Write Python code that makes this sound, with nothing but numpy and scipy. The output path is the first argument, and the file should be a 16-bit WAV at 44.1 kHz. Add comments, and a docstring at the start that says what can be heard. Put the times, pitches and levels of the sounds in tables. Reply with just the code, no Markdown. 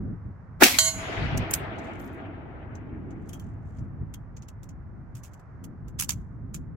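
"""One rifle shot close to a stereo microphone in a desert valley: shaped noise bursts make blast, crack and boom.
A steel plate rings downrange in beating pairs of sines, and the hillsides roll the blast back as dulling noise.
The empty case lands with clicks and tinkles on the gravel in brass sines; the shooter kneels and reloads with
small clicks and a clatter, in short bursts of noise.
Light wind rumbles on the microphone over the hush of the valley, also noise."""
import sys
import numpy as np
from scipy import signal
from scipy.fft import rfft, irfft
from scipy.io import wavfile
from scipy.ndimage import uniform_filter1d

SR = 44100
rng = np.random.default_rng(int(sys.argv[2]) if len(sys.argv) > 2 else 0)


def wav_out(sig):
    """Save sig, one row per channel (or a flat mono array), as 16-bit PCM at SR to the path in sys.argv[1]."""
    wavfile.write(sys.argv[1], SR, np.round(np.clip(np.atleast_2d(sig).T, -1, 1) * 32767).astype(np.int16))


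N = 298116
T = np.arange(N) / SR
HZ = np.fft.rfftfreq(N, 1 / SR)
EDGE_HZ = 16200  # upper band limit of the recorder

# All TONE tables are noise spectra. Each row: frequency in Hz, relative level in dB per Hz.
# Breeze at the microphone. Each row: time in seconds, rumble level in dB before buffeting.
BREEZE = [(0, -41), (.45, -46), (.85, -42.5), (1.55, -39.5), (1.9, -44), (2.6, -43), (3.0, -40),
          (4.22, -41.5), (4.55, -44), (4.97, -40), (5.4, -48.5), (5.85, -40), (6.76, -39)]
# Gusts on top of it. Each row: middle in seconds, length in seconds, rumble in dB, flutter in dB before trim.
GUSTS = [(.05, .17, -35, -36.5), (.28, .07, -38, -46), (.99, .08, -39, -41), (1.235, .11, -28.5, -36),
         (1.37, .11, -27, -35), (3.81, .05, -35, -50), (4.02, .04, -34, -43), (5.7, .15, -46, -46.5)]
# Low wind rumble, then the higher flutter: spectra.
RUMBLE_TONE = [(15, -36), (25, -14), (48, -4), (75, -2), (100, 1), (125, -3), (165, -6), (230, -19),
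               (400, -42), (800, -90)]
FLUTTER_TONE = [(100, -20), (180, 0), (270, -3), (360, -11), (500, -22), (1500, -55), (4000, -90)]
# Flutter in dB (before trim) at the usual breeze in dB, and dB gained per dB of breeze.
FLUTTER_DB, USUAL_BREEZE_DB, FLUTTER_GROWTH = -51.3, -41, 1.7
# Distant air of the valley. Each row: time in seconds, level in dB. Then its spectrum.
AIR = [(0, -58), (4.6, -60), (5.1, -60), (5.4, -57), (5.8, -60), (6.76, -61.5)]
AIR_TONE = [(200, 0), (500, 0), (900, 0), (1400, -2), (2000, -10), (2550, -24), (3500, -38), (5800, -35),
            (9000, -47), (16000, -58)]

# Roll from the hillsides: its spectrum before the air dulls it.
ROLL_TONE = [(120, -30), (260, -3), (400, -3), (520, -7), (620, -5), (658, 3), (700, -4), (820, -3),
             (1030, -9), (1300, -5.5), (2200, -6), (3200, -13), (6400, -30), (9000, -43), (14000, -65)]
# First arrival in seconds, jump in dB, loudest moment in seconds, level there in dB before air loss.
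ROLL_ARRIVES_S, ROLL_JUMP_DB, ROLL_PEAK_S, ROLL_DB = .98, 9, 1.24, -34.6
ROLL_RISE_DB_PER_S, ROLL_FALL_DB_PER_S = 19, 8.8
# Low echoes from the far slopes. Each row: middle in seconds, length in seconds, level in dB. Then their spectrum.
FAR_ECHOES = [(2.05, .8, -43.5), (3.05, .55, -43)]
FAR_TONE = [(100, -25), (190, -4), (280, 0), (370, -6), (500, -20), (1500, -60), (4000, -90)]

# Sounds from the firing point. Each row: frequency in Hz, left-right likeness from 0 to 1.
NEAR_SAME = [(200, .9), (700, .5), (1500, .1), (16000, 0)]
# Their balance. Each row: frequency in Hz, left minus right in dB.
NEAR_PAN = [(200, 0), (700, 5), (2400, 4), (4200, -2), (5400, 0), (6600, -7), (8500, -4), (11800, -7),
            (15000, -4)]

# The shooter moving on gravel and in cloth.
# Each row: middle in seconds, length in seconds, level in dB before the grain lowers it. Then the spectrum.
MOVES = [(1.83, .1, -70), (2.0, .22, -67.5), (3.38, .18, -70), (3.74, .14, -75), (5.3, .14, -76),
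         (6.15, .2, -78)]
RUSTLE_TONE = [(1000, -20), (3100, -1), (4000, -7), (5400, -6), (6300, 1), (7500, 0), (9500, -14),
               (11800, -10), (13000, -20), (16000, -24)]
# Brass case bouncing. Each row: start in seconds, level in dB.
BOUNCES = [(1.511, -38), (1.538, -32), (1.992, -60), (2.009, -57), (2.052, -58), (2.131, -63)]
# Modes of the empty case. Each row: frequency in Hz, relative level in dB, 60 dB decay in seconds.
CASE = [(9850, -6, .16), (13480, -2, .08), (13690, 0, .11)]
# Cartridges knocking together. Each row: start in seconds, level in dB.
CLINKS = [(3.293, -55), (3.333, -51), (3.351, -56), (3.397, -55), (4.142, -53)]
# Modes of a cartridge. Each row: frequency in Hz, relative level in dB, 60 dB decay in seconds.
CARTRIDGE = [(3050, -3, .07), (3240, 0, .08), (6200, -6, .05)]
# Single clicks: the case landing, and parts of the rifle and gear.
# Each row: contact in seconds, level in dB before the shared trim, top octave against the whole in dB.
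CLICKS = [(1.3743, -23, -15), (1.509, -22, -3), (1.7854, -48, -27), (2.7516, -47, -31), (3.1068, -53, -29),
          (3.2909, -42, -12), (3.3962, -47, -12), (3.7848, -56, -27), (4.1405, -35, -18), (4.367, -42, -38),
          (4.4223, -46, -34), (4.4842, -42, -23), (4.6314, -46, -17), (4.6907, -47, -21),
          (5.3348, -48, -19), (5.3946, -58, -19), (5.6406, -40, -13), (5.881, -50, -18), (5.9904, -25, -16),
          (5.9973, -18, -12)]
# Clicks with weakening repeats, some almost single, one the case landing.
# Each row: first click in seconds, level in dB before the trim, top octave against the whole in dB,
# fall per repeat in dB.
REPEATED_CLICKS = [(1.5369, -13, -10, 14), (3.3318, -38.5, -13, 9), (5.1517, -43, -16, 4.5),
                   (5.235, -40, -15, 4), (6.0077, -16, -12, 4), (6.0921, -14, -16, 7),
                   (6.5435, -25, -16, 15)]
CLICK_TONE = [(500, -40), (900, -15), (1250, -9), (1800, -14), (2500, -6), (3150, -7), (3900, -13),
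              (5400, -7), (6300, 1), (7400, -1), (9500, -11), (11800, -3.5), (13000, -11), (15500, -11)]  # shared spectrum of all clicks
REPEAT_GAP_S, CLICK_T60_S = .0115, .037  # mean gap between repeats; 60 dB decay of a loud click

# Bullet hitting the plate. The row: peak in seconds, level in dB, rise in seconds, 60 dB decay in seconds.
SPLASH = (.787, -12, .0012, .025)
SPLASH_TONE = [(400, -35), (650, -13), (1000, -6), (1900, -7), (2700, -10), (3300, -2), (3700, -10),
               (4250, 1), (5200, -11), (6800, -10), (9800, -16), (11800, -7), (16000, -15)]
# Plate modes. Each row: frequency in Hz, level in dB before shimmer and swing, 60 dB decay in seconds,
# left minus right in dB, distance up to a twin mode in Hz, relative size of the twin.
PLATE = [(651.0, -34, 1.2, 0.0, 11.5, 0.1), (962.0, -45.0, 1.2, 5.0, 10.0, 0.2),
         (1098.0, -37.0, 0.67, 4.0, 11.5, 0.1), (1507.0, -35.0, 0.63, 6.0, 12.5, 0.1),
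         (1911.0, -33.0, 0.36, 9.0, 11.5, 0.1), (2148.0, -32.0, 0.62, 10.0, 10.5, 0.6),
         (2858.0, -40.0, 0.74, 8.0, 9.5, 0.3), (2961.0, -34.0, 0.52, 9.0, 9.0, 0.1),
         (3165.0, -21.0, 0.32, 7.0, 11.5, 0.1), (3284.0, -43.0, 0.8, 0.0, 15.5, 0.1),
         (3758.0, -32.0, 0.28, 1.0, 13.5, 0.1), (3876.0, -33.0, 0.29, 0.0, 7.0, 0.6),
         (4107.0, -22, 0.33, -4.0, 4.0, 0.1), (4253.0, -22.0, 0.39, -9.0, 9.0, 0.45),
         (4732.0, -34.0, 0.38, -9.0, 4.0, 0.6), (4861.0, -26.0, 0.28, -14.0, 10.0, 0.45),
         (5286.0, -40.0, 0.8, -16.0, 8.5, 0.45), (5965.0, -21.0, 0.24, -13.0, 15.5, 0.1),
         (6202.0, -28.0, 0.4, 12.0, 13.5, 0.6), (6412.0, -36.0, 0.72, -6.0, 8.0, 0.3),
         (6761.0, -15.5, 0.43, -10.0, 10.5, 0.45), (7111.0, -36.0, 0.44, 0.0, 9.0, 0.1),
         (7477.0, -25.0, 0.37, -13.0, 8.5, 0.1), (7870.0, -22.0, 0.33, -9.0, 12.5, 0.3),
         (8263.0, -22.0, 0.39, -7.0, 11.5, 0.1), (10261.0, -38.0, 0.33, -20, 13.5, 0.1),
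         (10492.0, -31.0, 0.58, -11.0, 4.0, 0.1), (11036.0, -34.0, 0.43, -13.0, 15.0, 0.3),
         (11612.0, -31.0, 0.42, -13.0, 14.0, 0.1), (12075.0, -34, 0.33, -9.0, 8.0, 0.1)]

# Layers of the report: soft bright lead-in, blast, crack, scatter, boom and a reflection off the nearest rocks.
# Each is one row: peak in seconds, level in dB, rise in seconds, 60 dB decay in seconds.
LEAD_IN = (.614, -26, .009, .05)
BLAST = (.626, -7, .012, .031)
CRACK = (.634, -8.4, .001, .13)
SCATTER = (.66, -21.5, .02, .45)
BOOM = (.629, -21, .008, .23)
ROCKS = (.742, -30, .016, .16)
# Their spectra; the lead-in shares that of the crack.
BLAST_TONE = [(60, -40), (170, -24), (300, 2), (420, -4), (520, -8), (680, 1), (1050, -9), (1400, -3),
              (2100, -7), (3000, -17), (6000, -22), (10000, -25), (14400, -21), (16000, -27)]
CRACK_TONE = [(150, -30), (250, 0), (354, -1), (493, -22), (698, -4), (1040, -20), (1180, -14), (1850, -3),
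              (2400, -4), (2620, -2), (2910, -7), (7310, -10), (10700, -15), (14900, -11), (16000, -17)]
SCATTER_TONE = [(240, -47), (400, -17), (562, -4), (607, -15), (676, -3), (1030, -8), (2510, -2),
                (7400, -6), (9760, -12), (11800, -6), (16000, -15)]
BOOM_TONE = [(120, -40), (200, -14), (260, 0), (330, -4), (450, -22), (1000, -60)]
ROCKS_TONE = [(150, -25), (270, 6), (450, -22), (1600, -20), (2000, 0), (2350, 0), (2800, -14), (4400, -10),
              (6000, -22), (16000, -40)]
# Balance of the blast. Each row: frequency in Hz, left minus right in dB.
BLAST_PAN = [(200, 1), (700, 5), (1300, -2), (2500, -2), (3800, 3), (7000, -3), (12000, -8)]


def amp(db):
    """Decibels to gain."""
    return 10 ** (np.asarray(db) / 20)


def read(points, hz=HZ):
    """A spectrum table on a log-frequency axis."""
    f, value = np.transpose(points)
    return np.interp(np.log(hz + 1), np.log(f + 1), value)


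def curve(rows, axis=1):
    """One column of a time table at every sample."""
    rows = np.array(rows)
    return np.interp(T, rows[:, 0], rows[:, axis])


def sides(pan_db):
    """Left and right gains of constant power."""
    pan_db = np.atleast_1d(pan_db)
    gains = amp(np.array([pan_db, -pan_db]) / 2)
    return gains / np.sqrt((gains ** 2).mean(0))


def noise(tone, same, pan, size=N):
    """Stereo noise whose mid signal has unit level, with a spectrum, a left-right likeness and a balance."""
    hz = np.fft.rfftfreq(size, 1 / SR)
    left, other = rfft(rng.standard_normal((2, size)))
    likeness = np.clip(read(same, hz), -1, 1)
    right = likeness * left + np.sqrt(1 - likeness ** 2) * other
    spectrum = np.array([left, right]) * amp(read(tone, hz)) * sides(read(pan, hz))
    x = irfft(spectrum, size)
    return x / x.mean(0).std()


def add(mix, s, sound):
    """Mixes a sound in at its time."""
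    part = mix[:, round(s * SR):][:, :sound.shape[1]]
    part += sound[:, :part.shape[1]]


def burst(row, tone, pan=NEAR_PAN, grain_db=1.5, size=32768):
    """A grainy puff of pressure that swells to its peak and dies away: (start s, sound)."""
    s, db, rise, t60 = row
    lead = 4 * rise
    t = np.arange(size) / SR - lead
    swell = np.exp(2 * np.minimum(t, 0) / rise)
    decay = np.exp(-np.log(1000) * np.maximum(t, 0) / t60)
    shape = np.where(t < 0, swell, decay)
    grains = uniform_filter1d(rng.standard_normal(size), size=60)
    grains = amp(grain_db * grains / grains.std())
    grains = grains / np.sqrt(np.mean(grains ** 2))
    return s - lead, amp(db) * shape * grains * noise(tone, NEAR_SAME, pan, size)


def ground(x, db, t60):
    """Stones and bushes scatter a short, thin tail: sparse random echoes."""
    t = np.arange(SR // 2) / SR
    sparse = rng.random((2, len(t))) < .1
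    taps = rng.standard_normal((2, len(t))) * sparse * np.exp(-np.log(1000) * t / t60)
    tail = signal.fftconvolve(x, taps / np.linalg.norm(taps[0]), axes=1)[:, :N]
    return x + amp(db) * tail


def swells(rows, axis=2, edge=2):
    """Summed power of smooth swells around their middles; a higher edge squares them off."""
    return sum(amp(row[axis]) ** 2 * np.exp(-abs(2 * (T - row[0]) / row[1]) ** edge) for row in rows)


def waver(per_s):
    """Slow random drift between knots of unit size."""
    knots = rng.standard_normal(1024)
    return np.interp(T * per_s, np.arange(len(knots)), knots)


def wind(flutter_trim_db=-.5, buffet_db=1.4, buffets_per_s=12, flutter_buffet_db=1.8):
    """Breeze and gusts rumble and flutter at the microphone over the hush of the valley."""
    same = [(60, .78), (250, .6), (700, .5), (3000, .2)]
    pan = [(100, 0), (700, -1), (1500, -3)]
    breeze_db, buffets = curve(BREEZE), waver(buffets_per_s)
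    low = np.sqrt(amp(breeze_db) ** 2 + swells(GUSTS, edge=4))
    # the flutter grows faster than the rumble
    breeze_flutter_db = FLUTTER_DB + FLUTTER_GROWTH * (breeze_db - USUAL_BREEZE_DB)
    high = np.sqrt(amp(breeze_flutter_db) ** 2 + swells(GUSTS, axis=3, edge=4))
    rumble = noise(RUMBLE_TONE, same, pan) * low * amp(buffet_db * buffets)
    flutter = noise(FLUTTER_TONE, same, pan) * high * amp(flutter_trim_db + flutter_buffet_db * buffets)
    air = noise(AIR_TONE, same, pan) * amp(curve(AIR))
    return rumble + flutter + air


def roll_level():
    """The roll jumps in when the slopes answer, builds to its peak and fades evenly in dB."""
    arrived = np.clip((T - ROLL_ARRIVES_S) / .05 + .5, 0, 1)
    rising_db = ROLL_RISE_DB_PER_S * (T - ROLL_PEAK_S)
    falling_db = ROLL_FALL_DB_PER_S * (ROLL_PEAK_S - T)
    db = ROLL_DB + np.minimum(rising_db, falling_db)
    after_blast = np.clip((T - BLAST[0]) / .2, 0, 1)
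    return amp(db - ROLL_JUMP_DB * (1 - arrived)) * after_blast


def hills(dulling_db=4.5, steepness=1.31, patchy_db=1.9, swell_db=.7):
    """Countless reflections off the slopes; the longer their path, the more treble the air takes."""
    same = [(200, .7), (600, .5), (1500, -.1), (8000, 0)]
    pan = [(600, 0), (2000, 4), (4000, 3), (7000, -4)]
    hz, t, z = signal.stft(noise(ROLL_TONE, same, pan), SR, nperseg=512)
    patches = rng.standard_normal(z.shape[1:])
    patches = uniform_filter1d(uniform_filter1d(patches, 5, 1), 12, 0)
    swell = uniform_filter1d(rng.standard_normal(len(t)), size=9)
    # air loss steepens with frequency and grows with the log of time
    loss_db = dulling_db * (hz[:, None] / 1000) ** steepness * np.log(np.maximum(t, 1.12) / 1.15)
    uneven_db = patchy_db * patches / patches.std() + swell_db * swell / swell.std()
    roll = signal.istft(z * amp(uneven_db - loss_db), SR, nperseg=512)[1][:, :N]
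    far = noise(FAR_TONE, same, pan) * np.sqrt(swells(FAR_ECHOES))
    return roll * roll_level() + far


def rustle(grain_db=5.):
    """Faint crunches of gravel and cloth as the shooter kneels and reaches: grainy noise in swells."""
    grains = uniform_filter1d(rng.standard_normal(N), size=300)
    grains = amp(grain_db * (grains / grains.std() - 1))
    return noise(RUSTLE_TONE, NEAR_SAME, NEAR_PAN) * np.sqrt(swells(MOVES)) * grains


def pings(hits, modes):
    """A small brass body rings at each knock, as decaying sines."""
    out, t = np.zeros((2, N)), np.arange(SR // 2) / SR
    for s, db in hits:
        for hz, mode_db, t60 in modes:
            wave = np.sin(2 * np.pi * (hz * t + rng.random((2, 1))))
            add(out, s, sides(read(NEAR_PAN, hz)) * amp(db + mode_db - 60 * t / t60) * wave)
    return out


def case():
    """The empty case pings at each bounce; fresh cartridges clink in the hand."""
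    return pings(BOUNCES, CASE) + pings(CLINKS, CARTRIDGE)


def contacts(count=4, jitter=.12):
    """Every short hard contact: the single clicks, and the clicks with weakening repeats."""
    rows = list(CLICKS)
    for s, db, top_db, fall_db in REPEATED_CLICKS:
        gaps = REPEAT_GAP_S * (1 + jitter * rng.standard_normal(count))
        rows += [(s + gaps[:k].sum(), db - k * fall_db, top_db) for k in range(count)]
    return rows


def clicks(trim_db=-7.4, rise=.0035, lag=.0015, uneven_db=1., ripple_db=2.5, drag=1.8):
    """The case lands, parts of the rifle and gear click; quiet clicks last longer, each has its own tone."""
    out = np.zeros((2, N))
    hz = np.geomspace(400, 16000, 90)
    for s, db, top_db in contacts():
        broad, fine = rng.standard_normal((2, len(hz)))
        broad = uniform_filter1d(broad, size=9)
        tone_db = read(CLICK_TONE, hz) + uneven_db * broad / broad.std() + ripple_db * fine
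        treble_db = np.clip(.8 * (top_db + 13.5), -12, 6)
        tone_db += np.interp(hz, [7000, 9500], [0, treble_db])
        t60 = CLICK_T60_S * np.interp(db, [-46, -30], [drag, 1])
        row = (s + lag, db + trim_db, rise, t60)
        add(out, *burst(row, np.transpose([hz, tone_db]), grain_db=3., size=8192))
    return ground(out, db=-26, t60=.24)


def plate(fine_db=-42., fine_t60=.37, shimmer_db=.8, count=90):
    """The bullet splashes on the steel; close pairs of modes beat, over a haze of weak high ones."""
    out, t = np.zeros((2, N)), np.arange(2 * SR) / SR
    ring = np.zeros((2, len(t)))
    for hz, db, t60, pan_db, split, twin in PLATE:
        # the channels differ in phase, up to a quarter turn in the treble
        phase = rng.uniform(0, 2 * np.pi) + np.array([[0], [min(hz / 1400, np.pi / 2)]])
        beating = 1 + twin * np.exp(2j * np.pi * split * t)
        pair = np.exp(1j * (2 * np.pi * hz * t + phase)) * beating
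        shimmer = np.interp(t, np.linspace(0, 2, 200), rng.standard_normal(200))
        ring += sides(pan_db) * amp(db + shimmer_db * shimmer - 60 * t / t60) * pair.real
    for place, pan, turn in rng.random((count, 3)):
        hz = 3500 + 11000 * place
        level = amp(fine_db - 4 * place - 60 * t / fine_t60)
        ring += sides(20 * pan - 13) * level * np.sin(2 * np.pi * (hz * t + turn))
    swing_db = np.interp(t, [0, .05, .095, .14, .3], [-3, -.5, 3.5, -3, -2.5])  # swells once, then sinks
    add(out, SPLASH[0], ring * amp(swing_db))
    add(out, *burst(SPLASH, SPLASH_TONE))
    return ground(out, db=-20, t60=.6)


def rifle():
    """A soft bright lead-in, the dull muzzle blast, the bright crack, gravel scatter, a low boom, a rock echo."""
    out = np.zeros((2, N))
    add(out, *burst(LEAD_IN, CRACK_TONE, BLAST_PAN))
    add(out, *burst(BLAST, BLAST_TONE, BLAST_PAN))
    add(out, *burst(CRACK, CRACK_TONE))
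    add(out, *burst(SCATTER, SCATTER_TONE, grain_db=2.))
    add(out, *burst(BOOM, BOOM_TONE))
    add(out, *burst(ROCKS, ROCKS_TONE))
    # quick onset; later the near slope runs out of reflectors
    return out * amp(np.interp(T, [.58, .605, .78, .84], [-50, 0, 0, -12]))


def scene():
    """Everything that reaches the microphone, from the background to the shot."""
    return wind() + hills() + rustle() + case() + clicks() + plate() + rifle()


def record(dry):
    """The loudest peaks overload and clip; short fades at both ends, then the band limit."""
    fades = np.minimum(np.minimum(T, T[::-1]) / .005, 1)
    clipped = np.clip(dry, -1, 1) * fades
    lowpass = signal.firwin(401, EDGE_HZ, window=("kaiser", 8), fs=SR)
    return signal.oaconvolve(clipped, lowpass[None], "same")


dry = scene()
out = record(dry)
wav_out(out)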